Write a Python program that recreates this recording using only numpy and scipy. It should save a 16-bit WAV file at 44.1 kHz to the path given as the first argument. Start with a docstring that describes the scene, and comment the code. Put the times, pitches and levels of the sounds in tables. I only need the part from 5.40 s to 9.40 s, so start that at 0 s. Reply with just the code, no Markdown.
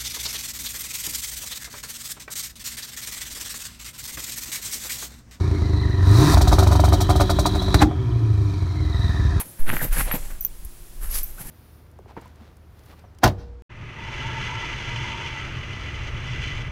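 """Outdoors, just behind the tailpipe of a V8 car. The engine coasts down to a lumpy idle, is revved
into the limiter, bangs twice as the throttle closes and runs down again. Uneven firings thump the
muffler, ring the pipe and puff out gas; the limiter cuts the fuel, so single charges pop in the exhaust.
The intake whistles faintly, the surroundings echo briefly and the microphone rounds the peaks."""
import sys
import numpy as np
from scipy import signal
from scipy.fft import rfft, irfft
from scipy.io import wavfile
from scipy.ndimage import uniform_filter1d

SR = 44100
rng = np.random.default_rng(int(sys.argv[2]) if len(sys.argv) > 2 else 0)


def transcribe(signal):
    """Save signal, clipped to [-1, 1], as a 16-bit WAV file at the path in sys.argv[1]."""
    frames = np.atleast_2d(signal).T
    limited = np.clip(frames, -1, 1)
    pcm = np.round(limited * 32767).astype(np.int16)
    wavfile.write(sys.argv[1], SR, pcm)


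N = 176400
T = np.arange(N) / SR

# firing rate: t/s, f/Hz
FIRING_RATE = [(0, 118), (.13, 114), (.28, 105), (.44, 97), (.58, 89), (.7, 97), (.75, 108), (.84, 143),
               (.9, 163), (.97, 188.2), (2.3, 188.2), (2.42, 160), (2.52, 132), (2.7, 119), (2.9, 108),
               (3.1, 98), (3.3, 88), (3.6, 82), (4, 68)]
# eight firings of one cycle: relative level/dB
CYLINDER_DB = [0, -13, -22, -15, -1.5, -11, -20, -16]
# unevenness of the firings: t/s, share/0-1
LUMPINESS = [(0, 0.83), (.55, 0.55), (.7, 0.65), (.88, 0.32), (1, 0.75), (2.4, 0.44), (2.65, 0.2),
             (3.15, 0.55), (3.5, 0.5)]
def engine(scatter_db=1.4, jitter_s=.0005):
    """Eight cylinders fire with unequal strength and drive the exhaust."""
    rate_hz = curve(FIRING_RATE)
    firings = np.cumsum(rate_hz) / SR
    index = np.arange(int(firings[-1]) + 1)
    scatter, jitter = rng.standard_normal((len(index), 2)).T
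    times_s = np.interp(index + 1, firings, T) + jitter_s * jitter
    lumpiness = np.interp(times_s, T, curve(LUMPINESS))
    sizes = undb(np.array(CYLINDER_DB)[index % 8] * lumpiness + scatter_db * scatter)
    sizes /= np.sqrt(uniform_filter1d(sizes ** 2, size=16))
    return chug(times_s, sizes, rate_hz) + drone(firings) + gas_flow(firings, sizes) + rumble()


# exhaust chug: t/s, bass level/dB, bark level/dB
CHUG_LEVELS = [(0, -22, -33.5), (.55, -21, -35), (.7, -17, -32), (.8, -13.5, -19.5), (.9, -16.5, -21.5),
               (.96, -17, -30), (1.55, -20, -31), (1.9, -23, -32.5), (2.3, -21, -33), (2.5, -23, -37),
               (2.75, -25.5, -34), (3.1, -28.5, -40), (3.45, -25.5, -40.5), (3.65, -19.5, -46),
               (4, -19.5, -40)]
# muffler and pipe resonances: f/Hz, width/Hz, level/dB
MUFFLER_MODES = [(57.5, 27, 1), (86, 28.8, 2.5), (139, 87, -13)]
PIPE_MODES = [(245, 35, -5), (300, 45, -1), (350, 60, 0), (420, 40, -11)]
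def chug(times_s, sizes, rate_hz):
    """Imbalance between firings thumps the muffler; pulses and turbulence ring the pipe."""
    pulses = clicks(times_s, sizes) / np.sqrt(rate_hz)
    imbalance = clicks(times_s, sizes - .87 * uniform_filter1d(sizes, size=8)) / np.sqrt(rate_hz)
    bass = unit(ring(imbalance, MUFFLER_MODES))
    turbulence = .7 * curve(LUMPINESS) * unit(ring(noise(), PIPE_MODES))
    bark = unit(unit(ring(pulses, PIPE_MODES)) + turbulence)
    return bass * undb(curve(CHUG_LEVELS)) + bark * undb(curve(CHUG_LEVELS, column=2))


# exhaust drone: t/s, level/dB
DRONE_LEVEL = [(0, -32), (.55, -26), (.62, -15), (.67, -14.5), (.69, -9), (.78, -11.5), (.87, -14.5),
               (.94, -36.5), (2.4, -33), (2.55, -33.5), (2.7, -22), (2.95, -20), (3.33, -21.5),
               (3.42, -27.5), (4, -19.5)]
def drone(firings, waver_db=1.8):
    """A smooth tone at the firing rate, wavering in level."""
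    level_db = curve(DRONE_LEVEL) + waver_db * wander(rate_hz=25)
    return np.sqrt(2) * undb(level_db) * np.sin(2 * np.pi * firings)


# limiter pops: t/s, relative crack level/dB, boom level/dB, hiss level/dB, hiss decay/s
LIMITER_POPS = [(.939, -9, -4, -26, 0.0046), (.972, -5, -6.5, -27.5, 0.0086),
                (1.01, -6.5, -7.5, -25, 0.012), (1.073, -7.5, -1.5, -25, 0.013),
                (1.116, -11, -18, -30.5, 0.01), (1.126, -3.5, -5, -29.5, 0.015),
                (1.184, -5.5, -4.5, -23, 0.0068), (1.195, -7, -26, -34, 0.015),
                (1.226, -6, -6.5, -29, .008), (1.268, -7.5, -3.5, -29, 0.0095),
                (1.31, -10.5, -6.5, -31, .008), (1.322, -8, -24, -32, 0.012),
                (1.353, -10, -5, -31.5, 0.0086), (1.395, -9, -6, -30, 0.0092),
                (1.438, -7, -6.5, -30.5, 0.0093), (1.449, -12.5, -18, -34, 0.011),
                (1.481, -11.5, -6, -33, 0.0087), (1.524, -5.5, -6, -26.5, 0.0095),
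                (1.534, -10.5, -35, -35, .009), (1.603, -12.5, -25, -30.5, 0.0046),
                (1.609, -10, -14, -26.5, 0.011), (1.692, -8, -7, -28.5, 0.0076),
                (1.702, -7, -10, -33.5, 0.011), (1.755, -10.5, -7, -31, 0.012),
                (1.799, -8, -13.5, -28.5, 0.011), (1.809, -2, -9.5, -32, 0.0075),
                (1.894, -6.5, -14, -29, 0.0073), (1.903, -11.5, -23, -32.5, .008),
                (1.987, -7, -7, -26.5, 0.012), (2.056, -4.5, -22, -24.5, .01),
                (2.147, -15.5, -18, -36.5, 0.0085), (2.157, -14.5, -20, -50, 0.011),
                (2.218, -20, -37.5, -39, .008), (2.281, -18, -16, -49, 0.0064),
                (2.511, -19.5, -31, -60, .006)]
# resonances of the crack: f/Hz, width/Hz, level/dB
CRACK_MODES = [(602, 84, -1), (706, 98, 4), (903, 74, -1.5), (1000, 78, -1.5), (1228, 103, -1.5),
               (1420, 100, -6.5), (1800, 164, -16.5), (2280, 380, -17.5)]
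def pops(front_s=.00082, tail_s=.01, hiss_rise_s=.0071):
    """Each charge that fires at the limiter gives a crack, a bark, a boom and a spit of gas."""
    times_s, crack_db, boom_db, hiss_db, decays_s = np.array(LIMITER_POPS).T
    t = T[:SR // 8]
    blows = clicks(times_s, undb(crack_db))
    front = convolve(blows, (1 - t / front_s) * np.exp(-t / front_s))
    tail = convolve(blows, np.exp(-t / tail_s)) * noise()
    crack = undb(21) * ring(undb(-12) * front + undb(-16.5) * tail, CRACK_MODES)
    bark = undb(30) * ring(blows, PIPE_MODES)
    spit = np.zeros(N)
    for at_s, level_db, decay_s in zip(times_s, hiss_db, decays_s):
        envelope = (1 - np.exp(-(t / hiss_rise_s) ** 2)) * np.exp(-t / decay_s)
        start = int(at_s * SR)
        spit[start:start + len(t)] += undb(level_db) * envelope / envelope.max()
    return crack + bark + boom(times_s, boom_db) + spit * jet()


# afterfire: t/s, rise/s, decay/s, blast level/dB, hiss level/dB, boom level/dB
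AFTERFIRE_BANGS = [(2.3434, 0.00056, 0.0089, -7.5, -18, -4), (2.424, 0.0076, 0.0079, -3.5, -22, -4.5)]
# blast of a bang: f/Hz, relative level/dB
BLAST_SPECTRUM = [(60, -9), (150, 9.5), (200, 3), (310, 5), (470, -5.5), (600, 0), (1100, -3),
                  (1900, -11.5), (2800, -18), (6000, -34), (15000, -52)]
def afterfire():
    """Unburnt fuel lights in the exhaust as the throttle closes."""
    blast, hiss = coloured(BLAST_SPECTRUM), jet()
    bangs = np.zeros(N)
    for at_s, rise_s, decay_s, blast_db, hiss_db, boom_db in AFTERFIRE_BANGS:
        envelope = np.exp(-np.maximum((at_s - T) / rise_s, (T - at_s) / decay_s))
        bangs += envelope * (undb(blast_db) * blast + undb(hiss_db) * hiss)
        bangs += boom(np.array([at_s]), [boom_db])
    return bangs


def boom(times_s, levels_db, main_hz=82.8, main_peak_s=.0088, deep_hz=60.8, deep_peak_s=.014):
    """The muffler swells and rings for a few cycles after each blow."""
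    t = T[:SR // 6]
    main = -(t / main_peak_s * np.exp(1 - t / main_peak_s)) ** 2.1 * np.cos(2 * np.pi * main_hz * t)
    deep = t / deep_peak_s * np.exp(1 - t / deep_peak_s) * np.sin(2 * np.pi * deep_hz * t)
    return convolve(clicks(times_s, undb(levels_db)), main + undb(-11.5) * deep)


# gas flow: t/s, rush level/dB, hiss level/dB, sizzle level/dB
FLOW_LEVELS = [(0, -40, -46.5, -64), (.58, -41.5, -50.5, -64), (.7, -30.5, -37.5, -44),
               (.8, -25.5, -30, -36), (.88, -22, -29.5, -36.5), (.94, -24, -27.5, -30.5),
               (.97, -32, -38.5, -47), (1.5, -38, -44.5, -51.5), (2.3, -38, -44, -53),
               (2.42, -35.5, -37, -61), (2.48, -44.5, -57, -71.5), (2.75, -45, -55, -67),
               (3.12, -44.5, -50, -64), (3.4, -44.5, -52.5, -66), (3.68, -39.5, -47, -58),
               (4, -39.5, -47.5, -70)]
# resonances of the low rush and the tailpipe hiss: f/Hz, width/Hz, level/dB
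RUSH_MODES = [(574, 200, -15), (690, 76, -0.5), (984, 130, 0.5), (1250, 220, -4), (1766, 295, -8.5),
              (2455, 307, -16)]
TAILPIPE_MODES = [(3257, 200, -4), (3894, 440, 5.5), (4630, 246, 3), (5200, 124, 2.5), (5720, 400, 0.5),
                  (6390, 750, -5.5), (8080, 2500, -11.5)]
# jet sizzle: f/Hz, relative level/dB
SIZZLE_SPECTRUM = [(1500, -13), (4500, -41), (6000, -1), (9300, 0.5), (10300, -6), (11800, -1.5),
                   (15500, -9)]
def gas_flow(firings, sizes, steady=.66):
    """Each firing adds a decaying puff to a steady stream of gas."""
    puffs = np.sqrt(sizes[firings.astype(int) - 1]) * np.exp(-(firings % 1))
    flow = unit(steady + puffs)
    rush = unit(ring(noise() * flow, RUSH_MODES)) * undb(curve(FLOW_LEVELS))
    hiss = unit(ring(noise() * flow, TAILPIPE_MODES)) * undb(curve(FLOW_LEVELS, column=2))
    sizzle = coloured(SIZZLE_SPECTRUM) * flow * undb(curve(FLOW_LEVELS, column=3))
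    return rush + hiss + sizzle


def jet(sizzle_db=-5.5):
    """Hiss of gas leaving the tailpipe, rms near 1."""
    return unit(ring(noise(), TAILPIPE_MODES)) + undb(sizzle_db) * coloured(SIZZLE_SPECTRUM)


def rumble(level_db=-25.5):
    """Turbulence rumbles steadily in the muffler."""
    return undb(level_db) * coloured([(28, -12), (48, -5), (75, 4.5), (150, -3.5), (200, -29.5),
                                      (330, -17), (470, -50), (2000, -70)])


# three exhaust notches and one small peak: f/Hz, width/Hz, level/dB
EXHAUST_NOTCHES = [(205.4, 19.5, -7.5), (474.4, 35, -11), (2870, 860, -0.5), (4350, 58, 2)]
def interference(x):
    """Waves in the exhaust cancel in a few bands."""
    f = np.arange(N + 1) * SR / (2 * N)
    gain_db = sum(db / (1 + (2 * (f - hz) / width_hz) ** 2) for hz, width_hz, db in EXHAUST_NOTCHES)
    return minimum_phase(x, undb(gain_db))


# intake whistles: t/s, f/Hz, level/dB
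INTAKE_LOW = [(0, 2295, -51), (.3, 2010, -49.5), (.5, 1853, -43), (.9, 1806, -42), (1, 1800, -75),
              (2.9, 2400, -57), (3.25, 2287, -55.5), (3.55, 1888, -43.5), (3.8, 1813, -40),
              (4, 1681, -45.5)]
INTAKE_MIDDLE = [(0, 3000, -67), (1.3, 3110, -50), (1.75, 3250, -42.5), (2.3, 3430, -47.5),
                 (2.55, 3274, -53), (3, 3148, -60.5), (4, 3220, -62)]
INTAKE_HIGH = [(0, 4205, -62), (.4, 4020, -42), (.6, 3980, -49), (.78, 4000, -33.5), (1, 3985, -60),
               (1.6, 3980, -45.5), (2.22, 3939, -36), (2.41, 3940, -34.5), (2.47, 3900, -69),
               (2.9, 4100, -61), (3.3, 4087, -53), (3.65, 3880, -39), (4, 3736, -59)]
def whistle(track, width_hz=280, waver_hz=40, flutter_db=2.5):
    """A fluttering band of intake air noise whose centre glides with the flow."""
    band = butter(noise() + 1j * noise(), width_hz / 2)
    centre_hz = curve(track) + waver_hz * wander(rate_hz=40)
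    breath = (band * np.exp(2j * np.pi * np.cumsum(centre_hz) / SR)).real
    flutter = undb(flutter_db * wander(rate_hz=40))
    return unit(breath * flutter) * undb(curve(track, column=2))


def squeak(at_s=2.198, pitch_hz=3950, level_db=-22, half_length_s=.0035):
    """A brief clean tone at the pitch of the high whistle."""
    envelope = np.exp(-((T - at_s) / half_length_s) ** 2)
    return undb(level_db) * envelope * np.sin(2 * np.pi * pitch_hz * T)


def echo(x, level_db=-16.5, t60_s=.21, delay_s=.008):
    """The surroundings return a faint, short, bass-heavy echo."""
    response = coloured([(300, 21), (1500, -6.5), (12000, -.5)]) * undb(-60 * T / t60_s) * (T > delay_s)
    return undb(level_db) * convolve(x, response / np.linalg.norm(response))


def undb(db):
    """Decibels to gain."""
    return 10 ** (np.asarray(db) / 20)


def unit(x):
    """Scale to rms 1."""
    return x / np.sqrt(np.mean(x ** 2))


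def curve(table, column=1):
    """One table column, linearly interpolated in time."""
    rows = np.array(table, float)
    return np.interp(T, rows[:, 0], rows[:, column])


def noise():
    """White noise."""
    return rng.standard_normal(N)


def coloured(spectrum):
    """Noise of rms 1 shaped by (f/Hz, level/dB) points."""
    hz, db = np.array(spectrum, float).T
    f = np.arange(N // 2 + 1) * SR / N + 1
    gain = undb(np.interp(np.log(f), np.log(hz), db))
    bass_rolloff = np.minimum(f / hz[0], 1) ** 2
    return unit(irfft(rfft(noise()) * gain * bass_rolloff, N))


def wander(rate_hz):
    """Smooth random motion of rms 1."""
    return unit(butter(noise(), rate_hz))


def clicks(times_s, sizes):
    """Impulses at the given times."""
    return np.bincount(np.clip(times_s * SR, 0, N - 1).astype(int), sizes, N)


def convolve(x, response):
    """Convolution cut to N samples."""
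    return signal.fftconvolve(x, response)[:N]


def butter(x, cutoff_hz, kind="low"):
    """Second-order low-pass or high-pass."""
    return signal.sosfilt(signal.butter(2, cutoff_hz, kind, fs=SR, output="sos"), x)


def ring(x, modes):
    """Bank of resonances with steep outer skirts."""
    s = 1j * (np.arange(N + 1) * SR / (2 * N) + 1e-3)
    power = 0
    for hz, width_hz, db in modes:
        bandpass = 1.5 * width_hz * s / (s * s + 1.5 * width_hz * s + hz * hz)
        power += np.abs(undb(db) * bandpass ** 2) ** 2
    return minimum_phase(x, np.sqrt(power) + 1e-5)


def minimum_phase(x, gain):
    """Causal filter with the given gain at each frequency."""
    cepstrum = irfft(np.log(gain))
    cepstrum[1:N] *= 2
    cepstrum[N + 1:] = 0
    return irfft(rfft(x, 2 * N) * np.exp(rfft(cepstrum)))[:N]


def scene():
    """Exhaust and intake with their echo, mono."""
    exhaust = interference(engine() + pops() + afterfire())
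    intake = whistle(INTAKE_LOW, width_hz=190) + whistle(INTAKE_MIDDLE) + whistle(INTAKE_HIGH) + squeak()
    car = exhaust + intake
    return (car + echo(car))[None]


def record(dry):
    """The microphone thins the deepest bass, rounds the loudest peaks and cuts the top."""
    low_cut_hz, top_hz, ceiling = 40, 15750, .76
    thinned = butter(dry, low_cut_hz, "high")
    rounded = ceiling * np.tanh(thinned / ceiling)
    return signal.sosfilt(signal.ellip(10, .2, 80, top_hz, fs=SR, output="sos"), rounded)


dry = scene()
out = record(dry)
transcribe(out)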